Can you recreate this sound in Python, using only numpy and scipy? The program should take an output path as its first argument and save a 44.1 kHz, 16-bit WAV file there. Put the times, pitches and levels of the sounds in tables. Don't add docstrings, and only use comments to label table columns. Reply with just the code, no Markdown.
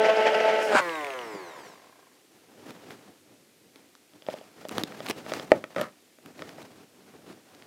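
import sys
import numpy as np
from scipy import signal
from scipy.fft import rfft, irfft
from scipy.io import wavfile
from scipy.ndimage import uniform_filter1d

SR = 44100
rng = np.random.default_rng(int(sys.argv[2]) if len(sys.argv) > 2 else 0)


def store_pcm(level_fs):
    pcm = np.round(np.clip(level_fs, -1, 1) * 32767).astype(np.int16)
    wavfile.write(sys.argv[1], SR, np.atleast_2d(pcm).T)


N = 337982
TIME = np.arange(N) / SR


def amp(db):
    return 10 ** (np.asarray(db) / 20)


def rms_one(x):
    return x / np.sqrt(np.mean(x ** 2) + 1e-20)


def in_time(rows):
    s, *columns = np.transpose(rows)
    return [np.interp(TIME, s, column) for column in columns]


def within(rows):
    start, end = rows[0][0], rows[-1][0]
    return np.interp(TIME, [start - .02, start, end, end + .02], [0, 1, 1, 0])


def at_hz(points, hz):
    point_hz, point_db = np.array(points)[:, 0], np.array(points)[:, 1]
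    return np.interp(np.log(np.maximum(hz, 1)), np.log(point_hz), point_db)


def colour(x, spectrum):
    gain = amp(at_hz(spectrum, np.fft.rfftfreq(N, 1 / SR)))
    return rms_one(irfft(rfft(x) * gain, N))


def high_pass(x, order, hz):
    return signal.sosfilt(signal.butter(order, hz, "high", fs=SR, output="sos"), x)


def drift(rate):
    knots = rng.standard_normal(int(N / SR * rate) + 2)
    return np.interp(TIME * rate, np.arange(len(knots)), knots)


def grains(per_s, spread_db):
    sizes = amp(spread_db * np.minimum(rng.exponential(1, N), 4)) * rng.choice([-1, 1], N)
    return sizes * (rng.random(N) < per_s / SR)


def ring(clicks, hz, t60):
    radius, angle = amp(-60 / (t60 * SR)), 2 * np.pi * hz / SR
    feedback = [1, -2 * radius * np.cos(angle), radius * radius]
    return signal.lfilter([0, np.sin(angle)], feedback, clicks + 1e-18)


def clicks_at(times, heights):
    out = np.zeros(N)
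    np.add.at(out, np.round(np.asarray(times) * SR).astype(int), heights)
    return out


def each_turn(turns):
    return np.diff(np.floor(turns), prepend=np.floor(turns[0]))


def pressed_bell(turns):
    # time in seconds, drumming in dB, chatter in dB, lift of the treble in dB
    pressed = [(0.0, -23, -29.5, 2.5), (0.444, -24.5, -26.5, 1.5), (.58, -23.5, -28, 1.5),
               (0.628, -25, -29.5, 12), (0.72, -29, -28, 6)]
    # multiple of the shaft speed, relative level in dB
    drumming = [(1, -19.5), (2, 1), (3, 2), (4, -2), (5, -18), (6, -11.5), (7, -10.5), (8, -19), (9, -12),
                (10, -18), (11, -24), (12, -18), (13, -24), (14, -24), (15, -25.5), (16, -27), (17, -36.5),
                (18, -31)]
    # frequency in Hz, relative level in dB
    chatter_colour = [(60, -37), (150, -22), (220, -19.5), (400, -10), (620, 1), (800, -8), (1100, -21),
                      (1500, -12.5), (2000, -13), (3000, -16), (3700, -28), (5000, -27.5), (7000, -37.5),
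                      (15500, -56)]
    # centre in seconds, extra level in dB, half-length in seconds
    skips = [(.003, 2, 0.0061), (0.056, 6.5, 0.019), (0.097, 6.5, 0.0082), (.172, 5, 0.0043),
             (0.271, 8, 0.014), (0.349, 5, 0.0061), (0.408, 4, 0.007), (0.46, 3, .008), (0.538, 0, 0.018)]
    throb_hz, throb_peak_s, throb_db = 11.37, 0.11, 2
    drum_db, chatter_db, treble_db = in_time(pressed)
    throb = np.cos(2 * np.pi * throb_hz * (TIME - throb_peak_s))
    skip_db = sum(db * np.exp(-((TIME - s) / length) ** 2) for s, db, length in skips)

    short = int(.9 * SR)
    drum = np.zeros(N)
    for order, db in drumming:
        partial = np.sin(2 * np.pi * order * turns + 0.148 * order ** 2)
        drum[:short] += (amp(db + 4.5 * drift(30.38)) * partial)[:short]
    drum /= np.std(drum[:short])
    drum *= amp(drum_db + throb_db * throb + 0.32 * skip_db)

    gate = (1 + np.cos(2 * np.pi * turns)) + .7
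    chatter = colour(gate * (rng.standard_normal(N) + grains(900, 3)), chatter_colour)
    treble = high_pass(chatter, 2, 6500)
    surge = amp(skip_db + 2.14 * drift(38.3))
    chatter = amp(chatter_db) * (surge * (chatter - treble) + amp(treble_db) * treble)
    return within(pressed) * (drum + chatter)


def rasp(curve, spectrum, slips):
    grit = 0.61
    low_db, bright_db = in_time(curve)
    slips = rms_one(slips) + grit * rng.standard_normal(N)
    ringing = rms_one(bowl(slips, .5 * slips, 0 * slips))
    return within(curve) * (amp(low_db) * ringing + amp(bright_db) * colour(slips, spectrum))


def wall_rasp(turns):
    # time in seconds, low ring in dB, bright scrape in dB
    course = [(.70, -39, -42), (.725, -30, -27), (.754, -18.5, -20), (.782, -38.5, -19.5),
              (.805, -28, -24.5), (.815, -48, -44)]
    # frequency in Hz, relative level in dB
    scrape_colour = [(500, -37.5), (800, 1.5), (960, 3), (1200, -2.5), (1480, 3), (1900, -9.5),
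                     (2400, -8.5), (3300, -17), (4640, -19), (6000, -27.5), (7200, -22.5), (15500, -49)]
    blade_hits = each_turn(turns) * amp(1.5 * rng.standard_normal(N))
    return rasp(course, scrape_colour, blade_hits + .4 * grains(900, 2))


def coasting_motor(speed, turns):
    # time in seconds, level of the whine in dB
    coasting = [(0.815, -31), (1.073, -35), (1.319, -40.5), (1.561, -44.5), (1.7, -53), (1.85, -68),
                (2.1, -70), (2.2, -75)]
    # frequency in Hz, relative level in dB
    housing = [(90, -14), (160, -11), (260, -8), (320, 4.5), (500, 5), (750, 2), (1050, 5), (1350, -4),
               (1600, -2), (1800, -1), (2100, 1.5), (2500, -11), (3200, -19), (5000, -64)]
    # frequency in Hz, relative level in dB
    air_colour = [(59, -51), (100, 3), (238, -22), (319, 0), (497, -15), (541, -28), (1020, 1.5),
                  (1460, -18.5), (2090, -3), (3390, -6), (15500, -23.5)]
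    whistles_db = [10, 1, -3, -3, -3, -4]
    # frequency in Hz, relative level in dB
    whistle_colour = [(1500, -22), (2500, -13), (3500, -7), (4500, -0.5), (5300, 0), (6500, -3), (8300, -3),
                      (9300, -28)]
    # time in seconds, gain in dB
    whistling = [(.82, -59), (1.15, -58), (1.3, -56.5), (1.55, -57.5), (1.75, -62), (1.85, -74),
                 (1.9, -100)]
    bars = 24
    waver_db, air_below_db = 3.5, -13.5

    short = int(2.3 * SR)
    whine, whistle = np.zeros(N), np.zeros(N)
    for order, start in enumerate(rng.random(30), 1):
        waver = drift(8.93) + .6 * drift(39.94)
        db = at_hz(housing, order * speed) + waver_db * waver - 0.24 * order
        whine[:short] += (amp(db) * np.sin(2 * np.pi * (order * turns + start)))[:short]
    whine /= np.sqrt(uniform_filter1d(whine ** 2, size=4096) + 1e-9)
    for k, db in enumerate(whistles_db, 1):
        db = db + at_hz(whistle_colour, k * bars * speed) + 3 * drift(25)
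        whistle[:short] += (amp(db) * np.sin(2 * np.pi * k * bars * turns))[:short]

    air = colour(rng.standard_normal(N), air_colour)
    rub = (1 + np.cos(2 * np.pi * turns)) ** 1.1 + 0.24
    brushes = colour(rub * rng.standard_normal(N), housing)
    clean = np.clip((speed - 35) / 60, 0, 1)
    body = clean * whine + (1.2 - clean) * brushes + amp(air_below_db) * air
    return within(coasting) * amp(in_time(coasting)[0]) * body + (
        within(whistling) * amp(in_time(whistling)[0]) * whistle)


def drops():
    # start in seconds, level in dB, pitch in Hz
    flung = [(0.8943, -22.5, 2860), (0.9555, -25, 2540), (1.01, -29.5, 2790), (1.0458, -18.5, 2260),
             (1.0686, -24.5, 2380), (1.1047, -23.5, 2540), (1.137, -29.5, 2530), (1.1907, -24.5, 2900),
             (1.215, -33, 2890)]
    tick_db, tick_spread_db = -43, 4
    heights = amp(tick_db + tick_spread_db * rng.standard_normal(len(flung)))
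    ticks = ring(clicks_at([s for s, _, _ in flung], heights), 8300, 0.0059)
    return ticks + sum(ring(clicks_at([s], amp(db)), hz, 0.0063) for s, db, hz in flung)


def catches(turns):
    # time in seconds, strength in dB
    catching = [(1.2, -56), (1.5, -47), (1.7, -50), (1.95, -50), (2.05, -51), (2.1, -57), (2.2, -66)]
    # frequency in Hz, relative level in dB, 60 dB decay in seconds
    modes = [(700, -8, .03), (1050, 0, .035), (1620, -5, .025), (2050, -13, .02)]
    catch_s = 1.957
    ticks = each_turn(turns - turns[round(catch_s * SR)])
    ticks = ticks * within(catching) * amp(in_time(catching)[0])
    soft_contact = np.hanning(30) / 9
    ticks = np.convolve(ticks, soft_contact)[:N]
    return sum(ring(ticks * amp(db + 1.2 * drift(18)), hz, t60) for hz, db, t60 in modes)


def bowl(low, mid, high):
    # frequency in Hz, relative level in dB, 60 dB decay in seconds
    modes = [(262, -30.5, 0.073), (382, -40.5, 0.044), (565, -12, 0.11), (592, -20, 0.053), (626, 1, 0.043),
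             (741, -10, .04), (830, -10.5, 0.033), (1312, -15.5, 0.02), (1490, -15, 0.016),
             (1880, -11.5, 0.011), (2260, -13, 0.0072), (3320, -20.5, 0.0044), (4900, -26.5, 0.0067)]
    out = np.zeros(N)
    for hz, db, t60 in modes:
        drive = low if hz < 1000 else mid if hz < 2600 else high
        out += amp(db) * ring(drive, hz, t60)
    return out


def knocks():
    # time in seconds, strength in dB, lift of the middle modes in dB, lift of the high modes in dB
    blows = [(4.1357, -53.5, 7, 30), (4.2223, -49.5, -10, 36), (4.2658, -43.5, -6, 33.5),
             (4.2863, -20.5, 0, 0), (4.3017, -45, -2, 35), (4.3398, -29.5, -19, 17), (4.3624, -48, -4, 26),
             (4.4123, -40, -12, 20), (4.652, -30, 1, 17), (4.9222, -40, 16, 16), (5.0044, -31.5, 7.5, 23.5),
             (5.264, -35, 11, 16), (5.3199, -23, 8, 20), (5.3974, -34.5, 12, 33.5), (5.5181, -3, 4, -14),
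             (5.6405, -31.5, 15, -5), (5.7044, -49, 9, 6), (5.7636, -24.5, 10.5, 16),
             (5.7836, -27.5, 13.5, 14), (5.8134, -22.5, 0, 17), (6.1864, -51, 11.5, 2),
             (6.4217, -35, 15.5, 28.5), (6.5834, -39, 5, 3)]
    s, db, mid_db, high_db = np.transpose(blows)
    soft = np.hanning(24) / np.hanning(24).sum()
    hard = np.hanning(9) / np.hanning(9).sum()
    low = np.convolve(clicks_at(s, -amp(db)), soft)[:N]
    mid = np.convolve(clicks_at(s, -amp(db + mid_db)), hard)[:N]
    high = np.convolve(clicks_at(s, -amp(db + high_db)), hard)[:N]
    return bowl(low, mid, high)


def snaps_and_cracks():
    # start in seconds, dull part in dB, bright part against it in dB, thump in dB
    bursts = [(2.6638, -41, -7, -32.5), (2.707, -28.5, -10, -40), (2.9071, -31, -11, -34),
              (3.7587, -36.5, -10, -41), (3.952, -36.5, -19, -68), (4.3865, -34.5, -18, -38),
              (4.6862, -32, 6, -30), (4.6927, -25, -17, -45), (4.7124, -30, -3, -23.5),
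              (4.7819, -12.5, -13, -16), (4.836, -14, -13, -16.5), (5.0466, -37, 0, -52),
              (5.063, -21.5, -6, -46), (5.0672, -21, -22, -39), (5.0859, -18, -18, -35),
              (5.0905, -23, 0, -33), (5.0985, -17, -1.5, -16.5), (5.1076, -23, -14, -24),
              (5.11, -15.5, -26, -26), (5.296, -26, -13, -49), (5.3368, -17.5, -26, -37),
              (5.5185, -11.5, -32, -9.5), (5.6414, -28, -15, -52), (5.748, -34, -14, -51),
              (5.762, -23, -17, -33), (5.8131, -21, -3, -33), (6.2601, -33, -8, -33),
              (6.3803, -42, -18, -49), (6.3928, -29.5, -19, -43), (6.4212, -35, -16, -45),
              (6.4924, -31, -13, -41), (6.6277, -37, -17, -54), (7.5493, -38.5, -12, -52),
              (7.623, -36, -25, -46)]
    length = 900
    out, t = np.zeros(N + length), np.arange(length) / SR
    noise = rng.standard_normal((len(bursts), length)) * np.exp(-t / 0.00078) + 2.7 * (t == 0)
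    dull = signal.sosfilt(signal.butter(2, [500, 4000], "band", fs=SR, output="sos"), noise)
    bright = signal.sosfilt(signal.butter(2, [4000, 12500], "band", fs=SR, output="sos"), noise)
    thump = np.sin(2 * np.pi * 290 * t) * np.exp(-t / 0.0024)
    for (s, db, bright_db, thump_db), a, b in zip(bursts, dull, bright):
        burst = a / np.abs(a).max() + amp(bright_db) * b / np.abs(b).max()
        out[round(s * SR):][:length] += amp(db) * burst + amp(thump_db) * thump
    return out[:N]


def floor_drag():
    # time in seconds, low ring in dB, bright scrape in dB
    course = [(5.755, -69, -74), (5.768, -33.5, -35), (5.82, -37, -30.5), (5.871, -53.5, -44.5),
              (5.93, -64, -69)]
    # frequency in Hz, relative level in dB
    scrape_colour = [(150, -3), (250, -3.5), (400, -15), (630, -3.5), (950, -8), (1270, -3), (1500, -12),
                     (1810, -10), (2420, -17.5), (4700, -25.5), (15500, -42)]
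    return rasp(course, scrape_colour, grains(1500, 2))


def clothes():
    # peak in seconds, rumble in dB, swish in dB, rise in seconds, fall in seconds
    moves = [(1.25, -53, -50.5, 0.17, 0.26), (1.352, -44, -68, 0.026, 0.036),
             (1.6, -58.5, -51.5, 0.33, 0.55), (2.37, -63.5, -69, 0.088, 0.033),
             (2.705, -47, -49.5, .25, 0.082), (2.92, -47.5, -49, 0.16, 0.087),
             (3.1, -57.5, -59.5, 0.27, 0.13), (3.3, -58.5, -66.5, 0.11, 0.45),
             (3.66, -62.5, -76, 0.095, 0.092), (3.77, -64.5, -62, 0.058, 0.44),
             (4.155, -54.5, -66, 0.035, 0.069), (4.32, -50.5, -46.5, 0.084, 0.18),
             (4.61, -51.5, -51.5, 0.095, 0.16), (4.72, -45, -43, 0.011, 0.071),
             (4.77, -41, -47, 0.046, 0.039), (4.82, -35.5, -41.5, 0.073, 0.034),
             (4.875, -45, -46, .04, 0.12), (5.065, -46, -44.5, 0.14, 0.027),
             (5.105, -37, -31.5, 0.028, 0.014), (5.18, -50, -53.5, 0.2, 0.052),
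             (5.35, -39, -39.5, 0.21, 0.19), (5.55, -36.5, -48, 0.065, 0.087),
             (5.72, -62.5, -58.5, 0.085, 0.5), (6.265, -48.5, -54, 0.042, 0.12),
             (6.41, -46.5, -50, 0.067, 0.17), (6.59, -50.5, -53, .2, 0.3), (6.82, -58.5, -60, 0.19, 0.054),
             (7.0, -60, -64, 0.14, 0.11), (7.09, -58, -59.5, 0.09, 0.06), (7.14, -50.5, -57, 0.023, 0.088),
             (7.28, -45, -48.5, 0.057, 0.13), (7.54, -56, -57, 0.12, .12), (7.66, -62.5, -61.5, 0.16, .1)]
    # frequency in Hz, relative level in dB
    rumble_colour = [(24, -44), (40, -42.5), (95, -5.5), (194, 1), (296, 3.5), (334, 1), (395, 1),
                     (496, -2), (1500, -26.5), (1950, -46), (3300, -120)]
    swish_colour = [(240, -41.5), (400, -3.5), (606, -3), (763, 0.5), (824, -4.5), (1650, -7.5),
                    (5140, -16.5), (10900, -27.5), (15800, -29.5)]
    fade_db = 18
    crisp_db = 1
    rumble_gain, swish_gain = 0, 0
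    for s, rumble_db, swish_db, rise, fall in moves:
        away = np.where(TIME < s, (s - TIME) / max(rise, .01), (TIME - s) / max(fall, .01))
        shape = amp(-fade_db * away)
        rumble_gain = rumble_gain + amp(rumble_db) * shape
        swish_gain = swish_gain + amp(swish_db) * shape
    lumps = drift(45)
    rumble = colour(rng.standard_normal(N) * amp(1.7 * lumps), rumble_colour)
    fibres = rng.standard_normal(N) + grains(600, 4)
    swish = colour(amp(2.0 * lumps + 2.2 * drift(150)) * fibres, swish_colour)
    crisp = (amp(crisp_db) - 1) * high_pass(swish, 2, 4500)
    return rumble_gain * rumble + swish_gain * (swish + crisp)


def room(x):
    room_db, t60_s = -23, 0.17
    t = np.arange(SR // 2) / SR
    dull_noise = signal.lfilter([.3], [1, -.7], rng.standard_normal(len(t)))
    tail = dull_noise * amp(-60 * t / t60_s) * (t > .006)
    return amp(room_db) * signal.fftconvolve(x, tail / np.sqrt(np.sum(tail ** 2)))[:N]


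def background_hush():
    # frequency in Hz, relative level in dB
    hush_colour = [(18, -62), (30, -45.5), (100, -14), (188, -12), (287, -1), (497, -8), (934, -19.5),
                   (2050, -14.5), (8250, -18.5), (14700, -23.5), (15900, -36)]
    hush_db = -61.5
    return amp(hush_db) * colour(rng.standard_normal(N), hush_colour)


def scene():
    # time in seconds, speed in turns per second
    shaft = [(0, 218.2), (.66, 218.6), (.7, 215), (.77, 196.4), (.83, 177.5), (1.05, 143.1), (1.25, 115.8),
             (1.45, 87.3), (1.65, 62.2), (1.82, 43), (1.9, 35), (2.0, 27.5), (2.08, 22), (2.3, 18)]
    speed, = in_time(shaft)
    turns = np.cumsum(speed * (1 + 0.0016 * drift(40))) / SR
    near = pressed_bell(turns) + wall_rasp(turns) + coasting_motor(speed, turns) + drops() + catches(turns)
    near += knocks() + snaps_and_cracks() + floor_drag()
    near = high_pass(near, 3, 170)
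    return (near + room(near) + clothes() + background_hush())[None]


def record(dry):
    cutoff_hz = 16200
    low_pass = signal.cheby2(22, 60, cutoff_hz, fs=SR, output="sos")
    return signal.sosfilt(low_pass, np.clip(dry, -1, 1))


dry = scene()
out = record(dry)
store_pcm(out)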